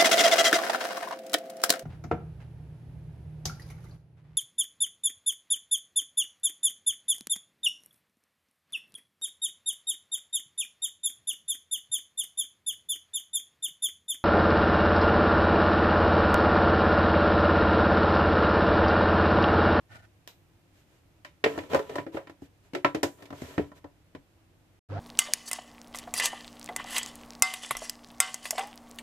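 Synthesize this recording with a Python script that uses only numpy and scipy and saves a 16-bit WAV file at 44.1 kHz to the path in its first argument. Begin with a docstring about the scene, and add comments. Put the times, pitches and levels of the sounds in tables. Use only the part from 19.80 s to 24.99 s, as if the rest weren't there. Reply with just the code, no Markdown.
"""A plastic lid lands on a food processor bowl, rattles round the rim and snaps into its lock in a quiet kitchen.
Each knock is impact excitation: a noise crack, a dense rattle and dying modes of lid and bowl.
Friction noise makes the nudges, rim scrapes and hand strokes; small knocks mark where the rim catches.
After a brief silence the motor starts, with a mains hum and harmonics of a rising shaft speed.
Early echoes and a diffuse tail give the room, over low air noise with a faint hum."""
import sys
import numpy as np
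from scipy import signal
from scipy.fft import rfft, irfft
from scipy.io import wavfile
from scipy.ndimage import uniform_filter1d

SR = 44100
rng = np.random.default_rng(int(sys.argv[2]) if len(sys.argv) > 2 else 0)


def master_out(mix):
    """Clip the mix to full scale and print it as 16-bit PCM to the path in sys.argv[1]."""
    frames = np.transpose(np.atleast_2d(mix))
    ceiling = np.clip(frames, -1, 1)
    pcm = np.round(ceiling * 32767).astype(np.int16)
    wavfile.write(sys.argv[1], SR, pcm)


N = 229094
TIME = np.arange(N) / SR  # s

# A well seated lid rings low and short and passes the blow to the housing as a thud;
# a loose one rings higher and longer. Looseness is counted in octaves above SEATED_HZ.
SEATED_HZ, SEATED_T60_S, T60_S_PER_OCTAVE = 280.4, 0.14, 0.045
SEATED_THUD_DB, THUD_DB_PER_OCTAVE, LOOSE_THUD_DB = -8, -32, -23  # against the body; the last is the floor
# Levels against the dense rattle before colouring, at a clack as strong as the body;
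# the main note hardly follows the clack, the clear modes follow it closely.
NOTE_DB, NOTE_PER_CLACK_DB = -9, 0.02
MODES_DB, MODES_PER_CLACK_DB = -8.5, 0.74
# Blows of the lid on the bowl. Each row: start in seconds, target body level in dB, then hollow clack,
# snap of the rim and edge tick in dB over the body, main note in Hz.
LID_KNOCKS = [(1.4477, -54, -1, 4, -5.5, 590), (1.6398, -24, -9.5, -3, -14.5, 430),
              (1.66, -20.5, -17.5, -20, -34.5, 441.6), (1.7768, -32, -11, -17.5, -23, 319),
              (1.787, -40, -10, -5.5, -19, 300), (1.9329, -26, -12.5, -14.5, -25, 357),
              (1.9454, -20, -9.5, -17, -24, 544.3), (1.9916, -33, -7.5, -13.5, -22, 429),
              (2.0945, -37, -14.5, -17, -22, 432), (2.1553, -33, -6, -11.5, -18.5, 582),
              (2.1827, -34.5, -5.5, -6, -25.5, 303), (2.265, -37, -17.5, -19, -33, 327.5),
              (2.346, -33.5, -19, -27, -32, 318.4), (2.369, -34, -8.5, -16.5, -29.5, 548),
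              (2.471, -55, -1.5, -0.5, -14, 301), (2.496, -47.5, -8.5, -10.5, -19.5, 322),
              (2.6201, -44, -20, -32.5, -30.5, 280), (2.934, -37, -19, -15.5, -23.5, 296),
              (2.949, -32, -10.5, -9, -17, 361.3), (3.0463, -23.5, 0.5, -4, -20, 321.6),
              (3.1469, -28, -15.5, -15, -21, 315.5), (3.2304, -24, -9.5, -10.5, -11.5, 339.7),
              (3.4228, -50, -12.5, -8, -13, 288), (3.455, -60, -13, -1.5, -4, 288),
              (3.504, -45, -7.5, -14.5, -18, 271), (3.526, -42, -8.5, -16.5, -24, 286),
              (3.618, -38.5, -19, -19, -20, 257), (3.7791, -25, -15, -13.5, -31.5, 282.5),
              (3.792, -25, -23.5, -41, -44, 290.2), (3.917, -54.5, -2, -9, -20.5, 254),
              (4.042, -44, -8.5, -18, -27, 296), (4.3493, -44.5, -11, -12, -21, 267.3)]


def knocks():
    """Impact excitation: the lid lands, rattles round the rim and snaps home, its seating setting the ring."""
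    out = np.zeros((2, N))
    for start, body, clack, snap, tick, note_hz in LID_KNOCKS:
        loose = np.log2(note_hz / SEATED_HZ)
        thud = max(SEATED_THUD_DB + THUD_DB_PER_OCTAVE * loose, LOOSE_THUD_DB)
        bands_db = body + np.array([thud, 0, clack, snap, tick])
        note_db = NOTE_DB + NOTE_PER_CLACK_DB * clack
        modes_db = MODES_DB + MODES_PER_CLACK_DB * clack
        t60 = SEATED_T60_S + T60_S_PER_OCTAVE * loose
        add(out, start, knock(bands_db, note_hz, note_db, modes_db, t60))
    return out


# Resonances of lid and bowl. Each row: frequency in Hz, relative level in dB, t60 in seconds.
LID_BOWL_MODES = [(98.8, -4.5, 0.2), (141, -4.5, 0.23), (287.3, 4.5, 0.16), (373.3, -5, 0.13),
                  (415.6, -7.5, 0.1), (528, -7.5, 0.067), (560.8, -3.5, 0.15), (615.3, 2.5, 0.09),
                  (687, -3.5, 0.076), (888, -6.5, 0.11), (988, 2, 0.19), (1070, 2, 0.086), (1338, 7, 0.078),
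                  (1380, -8, 0.047), (1817, 9.5, 0.048), (1940, -1, 0.075), (2284, -5, 0.11),
                  (2566, -7.5, 0.087), (3018, -9, 0.091), (3070, -3.5, 0.11), (3720, -8.5, 0.14),
                  (4790, -8.5, 0.12), (5220, -1, 0.071), (7600, 0, .13)]
# Starting colour of a blow on the plastic. Each row: frequency in Hz, gain in dB.
PLASTIC_COLOUR = [(30, -38.5), (48, -25.5), (75, -2), (100, -4.5), (215, -8), (290, -6), (610, -2),
                  (780, -1.5), (1000, -3.5), (1350, -5), (1580, -5), (1850, -6), (2500, -11.5),
                  (4000, -21.5), (7500, -34.5), (9500, -40.5), (14000, -42.5)]


def knock(bands_db, note_hz, note_db, modes_db, t60, size=16384):
    """Modal superposition: a broadband impact excites a dense rattle, one main note and the clear modes."""
    t = np.arange(size) / SR
    decay = amp(-60 * t / max(t60, 0.02))
    crack = amp(9 - 60 * t / 0.025)  # 9 dB over the rattle, t60 25 ms
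    contact = 1 - np.exp(-t / 0.001)  # 1 ms rise
    dense = noise(size) * (crack + decay) * contact
    note = amp(note_db) * decay * np.sin(2 * np.pi * note_hz * t)
    clear = ring(LID_BOWL_MODES, t, scatter_db=1.5, detune=0.002)
    blow = colour(dense + note + amp(modes_db) * clear, PLASTIC_COLOUR)
    centres = np.sqrt(np.multiply(BAND_LIMITS[:-1], BAND_LIMITS[1:]))
    for _ in range(2):  # two passes bring the attack close to the wanted band levels
        correction_db = bands_db - attack_levels(blow)
        blow = colour(blow, np.transpose([centres, correction_db]))
    return blow


# Limits of the thud, body, clack, snap and tick bands. Each entry: frequency in Hz.
BAND_LIMITS = [60, 230, 750, 1500, 3500, 15000]


def attack_levels(x, size=1024):
    """Parseval's theorem: spectral power summed by band gives the dB levels at the start of a blow."""
    power = abs(rfft(x.mean(0)[:size], 4 * size)) ** 2 / (2 * size ** 2)
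    hz = np.fft.rfftfreq(4 * size, 1 / SR)
    band_power = np.histogram(hz, BAND_LIMITS, weights=power)[0]
    return 10 * np.log10(band_power + 1e-20)


# Colour of the light click of a small hard object nearby. Each row: frequency in Hz, relative level in dB.
TICK_COLOUR = [(100, -3), (700, 3.5), (1500, 1), (2500, 1.5), (3900, 5.5), (4500, -2.5), (5600, -2),
               (7000, -4.5), (8800, -7), (10500, -15), (12300, -5), (15000, -3.5)]


def hard_click(start=0.4755, db=-41, size=12000):
    """Short contact: a brief impact has a wide spectrum, and a weaker rustle outlasts it."""
    t = np.arange(size) / SR
    contact = amp(-60 * t / 0.011)  # t60 11 ms
    rustle = amp(-10 - 60 * t / 0.19)  # 10 dB weaker, t60 190 ms
    sound = colour(noise(size) * (contact + rustle), TICK_COLOUR)
    out = np.zeros((2, N))
    add(out, start, amp(db) * sound / rms(sound[:, :256]))
    return out


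# Strokes of the rim on the bowl or of skin on the lid.
# Each row: start in seconds, length in seconds, peak rubbing level in dB, peak hiss level in dB.
RUB_STROKES = [(0.916, 0.14, -74, -68), (1.05, .18, -75, -71.5), (1.647, 0.29, -48, -60),
               (1.89, 0.092, -37.5, -49.5), (2.04, 0.21, -46.5, -61.5), (2.318, 0.076, -46, -58),
               (2.603, .08, -89, -65.5), (2.819, 0.083, -69, -70), (3.353, .16, -55.5, -66),
               (3.505, 0.32, -52, -53.5), (3.85, 0.053, -80, -77), (3.946, 0.055, -58.5, -62)]
# Something nudged lightly over the counter. Each row: start in seconds, length in seconds, peak level in dB.
COUNTER_NUDGES = [(0.089, 0.081, -48.5), (0.147, 0.03, -44.5), (0.161, 0.059, -52), (0.213, 0.056, -54)]
# Colour of the plastic rubbing. Each row: frequency in Hz, relative level in dB.
RUB_COLOUR = [(35, -46.5), (60, -18), (107, -8), (205, -15.5), (422, -0.5), (753, -13.5), (898, -12.5),
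              (1690, -25), (1980, -19.5), (2160, -16.5), (4000, -24.5), (5200, -45.5), (8800, -120)]
# Colour of the bright rubbing hiss. Each row: frequency in Hz, relative level in dB.
HISS_COLOUR = [(500, -25), (1500, 1.5), (3000, -1), (5000, -6.5), (7500, -6), (9500, -14.5), (13000, -9),
               (15000, -21.5)]
# Colour of the drag over the counter. Each row: frequency in Hz, relative level in dB.
COUNTER_DRAG_COLOUR = [(35, -47), (60, -39), (93, -1), (317, -17.5), (418, -18), (727, -10), (1080, -22.5),
                       (1520, -5.5), (1670, -12), (1790, -17), (3500, -25.5), (13400, -41), (15000, -52)]
# Resonances of the dragged body. Each row: frequency in Hz, relative level in dB, t60 in seconds.
COUNTER_DRAG_MODES = [(108, -9, 0.22), (610, -18, 0.15), (1520, -6, 0.066), (1790, 1.5, 0.075)]
SKID_HISS_DB = -8.5  # hiss of a skid against its rubbing


def handling():
    """Sliding friction: contact pressure sets the level of nudges, rim scrapes and hand strokes."""
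    dragging = sum(amp(db) * stroke(start, length) for start, length, db in COUNTER_NUDGES)
    rubbing = skids()
    hissing = amp(SKID_HISS_DB) * rubbing
    for start, length, rub_db, hiss_db in RUB_STROKES:
        pressure = stroke(start, length)
        rubbing = rubbing + amp(rub_db) * pressure
        hissing = hissing + amp(hiss_db) * pressure
    drag = dragging * friction(COUNTER_DRAG_COLOUR, COUNTER_DRAG_MODES, modes_db=-11.5, grain_db=2.0)
    rub = rubbing * friction(RUB_COLOUR, LID_BOWL_MODES, modes_db=-9.5, grain_db=3.0)
    hiss = hissing * friction(HISS_COLOUR, LID_BOWL_MODES, modes_db=-18, grain_db=0.5)
    return drag + rub + hiss + chatter(rubbing)


def stroke(start, length, arch=1.03):
    """Pressure envelope: one stroke swells and fades as a power of a half sine."""
    along = (TIME - start) / length
    inside = (along > 0) & (along < 1)
    out = np.zeros(N)
    out[inside] = np.sin(np.pi * along[inside]) ** arch
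    return out


# Rubbing against the knock's body level, before rise and decay; a looser lid skids louder.
SKID_DB, SKID_DB_PER_OCTAVE = -23.5, 6.5
SKID_RISE_S, SKID_T60_S = 0.015, 0.32


def skids():
    """Incoherent summation: the rim skids on after every knock, and overlapping skids add in power."""
    t = np.arange(SR) / SR
    settle = (1 - np.exp(-t / SKID_RISE_S)) * amp(-60 * t / SKID_T60_S)
    power = np.zeros((1, N))
    for start, body, *_, note_hz in LID_KNOCKS:
        db = body + SKID_DB + SKID_DB_PER_OCTAVE * np.log2(note_hz / SEATED_HZ)
        add(power, start, (amp(db) * settle[None]) ** 2)
    return np.sqrt(power)


def friction(spectrum, modes, modes_db, grain_db, size=8192):
    """Slip noise exciting resonance: slips of uneven size ring the rubbed body; scaled to unit RMS."""
    grains = np.minimum(rng.exponential(1, N // 64 + 1), 4)
    slips = noise(N) * amp(grain_db * np.repeat(grains, 64)[:N])  # a new size every 64 samples
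    body = ring(modes, np.arange(size) / SR, scatter_db=3.5, detune=0)
    rung = signal.oaconvolve(slips, body / np.linalg.norm(body[0]), axes=1)[:, :N]
    sound = colour(slips + amp(modes_db) * rung, spectrum)
    return sound / rms(sound)


CATCHES_PER_S = 50  # over all places together
WEAKEST_CATCH_DB, CATCH_SPREAD_DB = -10, 4  # drive against the rubbing, before the tap's own band levels
CATCH_LOW_HZ, CATCH_HIGH_HZ = 282, 646
# Target levels of one tap. Each entry: level in dB, for thud, body, clack, snap and tick in turn.
CATCH_BANDS_DB = [-15, -1.5, -8, -11.5, -21]


def chatter(rubbing, t60=0.08, places=4):
    """Random point process: the sliding rim catches at a few places, each tapping with its own note."""
    out = np.zeros((2, N))
    for note_hz in np.geomspace(CATCH_LOW_HZ, CATCH_HIGH_HZ, num=places):
        catches = rng.random(N) < CATCHES_PER_S / places / SR
        sizes = amp(WEAKEST_CATCH_DB + CATCH_SPREAD_DB * np.minimum(rng.exponential(1, N), 2))
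        tap = knock(np.array(CATCH_BANDS_DB), note_hz, NOTE_DB, MODES_DB, t60, size=8192)
        out += signal.oaconvolve(rubbing * catches * sizes, tap, axes=1)[:, :N]
    return out


MOTOR_ON_S, TOP_WHINE_HZ = 5.089, 990
RUN_UP_S, FIRST_SPEED = 0.066, 0.13  # time constant; share of full speed at first
WHINE_DB, HUM_DB, GEARS_DB = -24.5, -34, -43.5  # before the run-up, flare and throb shape them
HUM_RISE_S, GEARS_RISE_S = 0.018, 0.012  # time constants
# Partials of the whine. Each row: multiple of the whine frequency, relative level in dB.
WHINE_PARTIALS = [(.75, 6), (1, 13.5), (1.5, -5), (2, 1), (2.5, -23), (3, -27)]
# Partials of the motor hum. Each row: frequency in Hz, relative level in dB.
HUM_PARTIALS = [(100, 1), (150, -11.5), (200, -28), (300, -18)]
# Resonances of the gear housing. Each row: frequency in Hz, level in dB.
GEAR_COLOUR = [(76, -34.5), (130, -23.5), (205, -13), (543, -6.5), (650, -21), (718, -7), (841, -18),
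               (1560, -16), (1790, -22.5), (5230, -35.5), (15000, -71)]


def motor(throb=0.21, waver=0.0355):
    """Harmonic synthesis: mains torque pulses hum and modulate a whine that climbs with shaft speed."""
    since = np.maximum(TIME - MOTOR_ON_S, 0)
    speed = 1 - (1 - FIRST_SPEED) * np.exp(-since / RUN_UP_S)
    whine_hz = TOP_WHINE_HZ * speed
    hum = sum(amp(db) * np.sin(2 * np.pi * hz * (TIME - MOTOR_ON_S)) for hz, db in HUM_PARTIALS)
    torque = 1 + throb * np.sin(2 * np.pi * HUM_PARTIALS[0][0] * since)
    wander = uniform_filter1d(rng.standard_normal(N), size=150)
    turns = np.cumsum(whine_hz * (1 + waver * wander / rms(wander))) / SR
    whine = sum(amp(db) * np.sin(2 * np.pi * k * turns) for k, db in WHINE_PARTIALS)
    gears = friction(GEAR_COLOUR, LID_BOWL_MODES, modes_db=-14.0, grain_db=-0.5)
    # the whine grows with speed and flares as it crosses the resonances of the gear housing
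    flare = speed ** 2 * amp(WHINE_DB + read(GEAR_COLOUR, whine_hz))
    shaft_whine = flare * whine / rms(whine)
    gear_noise = amp(GEARS_DB) * speed ** 0.24 * gears  # brushes and gears
    moving = (shaft_whine + gear_noise) * (1 - np.exp(-since / GEARS_RISE_S))
    housing_hum = amp(HUM_DB) * (1 - np.exp(-since / HUM_RISE_S)) * hum / rms(hum)
    return housing_hum + torque * moving


# Echoes off the counter, housing and wall.
# Each row: delay to the left microphone in seconds, delay to the right in seconds, level in dB.
SURFACE_ECHOES = [(.0021, 0.003, -18.5), (.0043, 0.005, -21), (.0072, .0079, -17)]


def nearby_surfaces(x, above_hz=1500):
    """Early reflection: small hard surfaces throw back the treble a few milliseconds late."""
    treble = signal.sosfilt(signal.butter(2, above_hz, "high", fs=SR, output="sos"), x)
    out = np.zeros((2, N))
    for *delays, db in SURFACE_ECHOES:
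        for ear, delay in enumerate(delays):
            add(out[ear:ear + 1], delay, amp(db) * treble[[ear]])
    return out


# Decay of the room. Each row: frequency in Hz, t60 in seconds.
KITCHEN_T60 = [(100, 0.54), (400, 0.25), (1500, 0.25), (5000, 0.23), (14000, 1)]


def kitchen(x, onset=0.004, size=256):
    """Diffuse reverberation: noise builds quickly and decays exponentially at a rate set by frequency."""
    hz, t, z = signal.stft(noise(SR // 2), SR, nperseg=size)
    decay = amp(-60 * t / read(KITCHEN_T60, hz)[:, None])
    z = z * decay * (1 - np.exp(-t / onset))
    tail = signal.istft(z, SR, nperseg=size)[1]
    return signal.fftconvolve(x, tail / np.linalg.norm(tail[0]), axes=1)[:, :N]


# Colour of the quiet kitchen. Each row: frequency in Hz, relative level in dB.
AIR_COLOUR = [(12, -35.5), (20, -14), (22, -13.5), (100, -1), (128, -8.5), (178, -7), (217, -15.5),
              (337, -8.5), (377, -18), (620, -18.5), (1140, -24), (2690, -26.5), (4430, -32.5),
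              (13800, -38), (15000, -39.5)]


def air(wash_db=-63, hum_hz=100, hum_db=-71):
    """Stationary background noise: a coloured room wash with a faint steady mains hum."""
    wash = colour(noise(N), AIR_COLOUR)
    hum = amp(hum_db) * np.sin(2 * np.pi * hum_hz * TIME)
    return amp(wash_db) * wash / rms(wash) + hum


# Likeness of the two microphones. Each row: frequency in Hz, left-right correlation as a ratio.
LIKENESS = [(60, 0.93), (300, 0.77), (600, 0.7), (1200, 0.11), (2200, 0.05), (14000, 0.032)]


def noise(size):
    """Spatial coherence: white noise at two microphones, alike in the bass and unrelated in the treble."""
    a, b = rfft(rng.standard_normal((2, size)))
    same = np.clip(read(LIKENESS, np.fft.rfftfreq(size, 1 / SR)), -1, 1)
    return irfft(np.array([a, same * a + np.sqrt(1 - same ** 2) * b]), size)


def ring(modes, t, scatter_db, detune):
    """Modal decay: damped sines of alternating sign, scattered in strength, tuning and phase between ears."""
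    hz, db, t60 = np.transpose(modes)[:, :, None]
    strength, shift, side = rng.standard_normal((3, len(modes), 1))
    apart = side * np.arccos(np.clip(read(LIKENESS, hz), -1, 1)) / 2
    sign = (-1) ** np.arange(len(modes))[:, None]
    fade = sign * amp(db + scatter_db * strength - 60 * t / t60)
    phase = 2 * np.pi * hz * (1 + detune * shift) * t
    return np.array([(fade * np.sin(phase + ear * apart)).sum(0) for ear in (-1, 1)])


def colour(x, points, size=4096):
    """Minimum-phase filtering: a causal filter with the given spectrum."""
    log_gain = np.log(amp(read(points, abs(np.fft.fftfreq(size, 1 / SR)))))
    response = np.exp(np.conj(signal.hilbert(log_gain)))
    taps = np.fft.ifft(response).real[:size // 2]
    return signal.fftconvolve(x, taps[None], axes=1)[:, :x.shape[1]]


def read(points, hz):
    """Logarithmic frequency scale: a table interpolated over log frequency."""
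    f, value = np.transpose(points)
    return np.interp(np.log(hz + 1), np.log(f + 1), value)


def add(mix, start, sound):
    """Superposition: mixes a sound in at a start time in seconds."""
    part = mix[:, round(start * SR):][:, :sound.shape[1]]
    part += sound[:, :part.shape[1]]


def amp(db):
    """Decibel law: level to amplitude gain."""
    return 10 ** (np.asarray(db) / 20)


def rms(x):
    """Mean power: root mean square."""
    return np.sqrt(np.mean(x ** 2) + 1e-20)


# Level difference of the microphones. Each row: frequency in Hz, left minus right in dB.
MIC_BALANCE = [(60, -1.5), (150, -1.5), (350, 4), (550, -1.5), (1000, 0.5), (2500, -1.5), (5000, -2.5),
               (7500, -3.5), (10000, 3.5), (14000, 1.5)]


def scene(room_db=-16):
    """Direct and reflected sound: all sources in the room, at two slightly unequal microphones."""
    near = hard_click() + knocks() + handling() + motor()
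    mix = near + nearby_surfaces(near) + amp(room_db) * kitchen(near) + air()
    ears = []
    for ear, side in enumerate((1, -1)):
        tilt = [(hz, side * db / 2) for hz, db in MIC_BALANCE]
        ears.append(colour(mix[[ear]], tilt))
    return np.concatenate(ears)


SILENT_FROM_S, SILENT_TO_S = 4.993, 5.088
EDGE_HZ = 14900


def record(dry):
    """Gating and band limiting: silence before the motor, a 3 ms fade at the end, then a low-pass filter."""
    sounding = 1. * ((TIME < SILENT_FROM_S) | (TIME > SILENT_TO_S))
    gate = uniform_filter1d(sounding, size=64)
    gate = gate * np.minimum((TIME[-1] - TIME) / 0.003, 1)
    low_pass = signal.firwin(301, EDGE_HZ, window=("kaiser", 8), fs=SR)
    return signal.oaconvolve(dry * gate, low_pass[None], "same", axes=1)


dry = scene()
out = record(dry)
master_out(out)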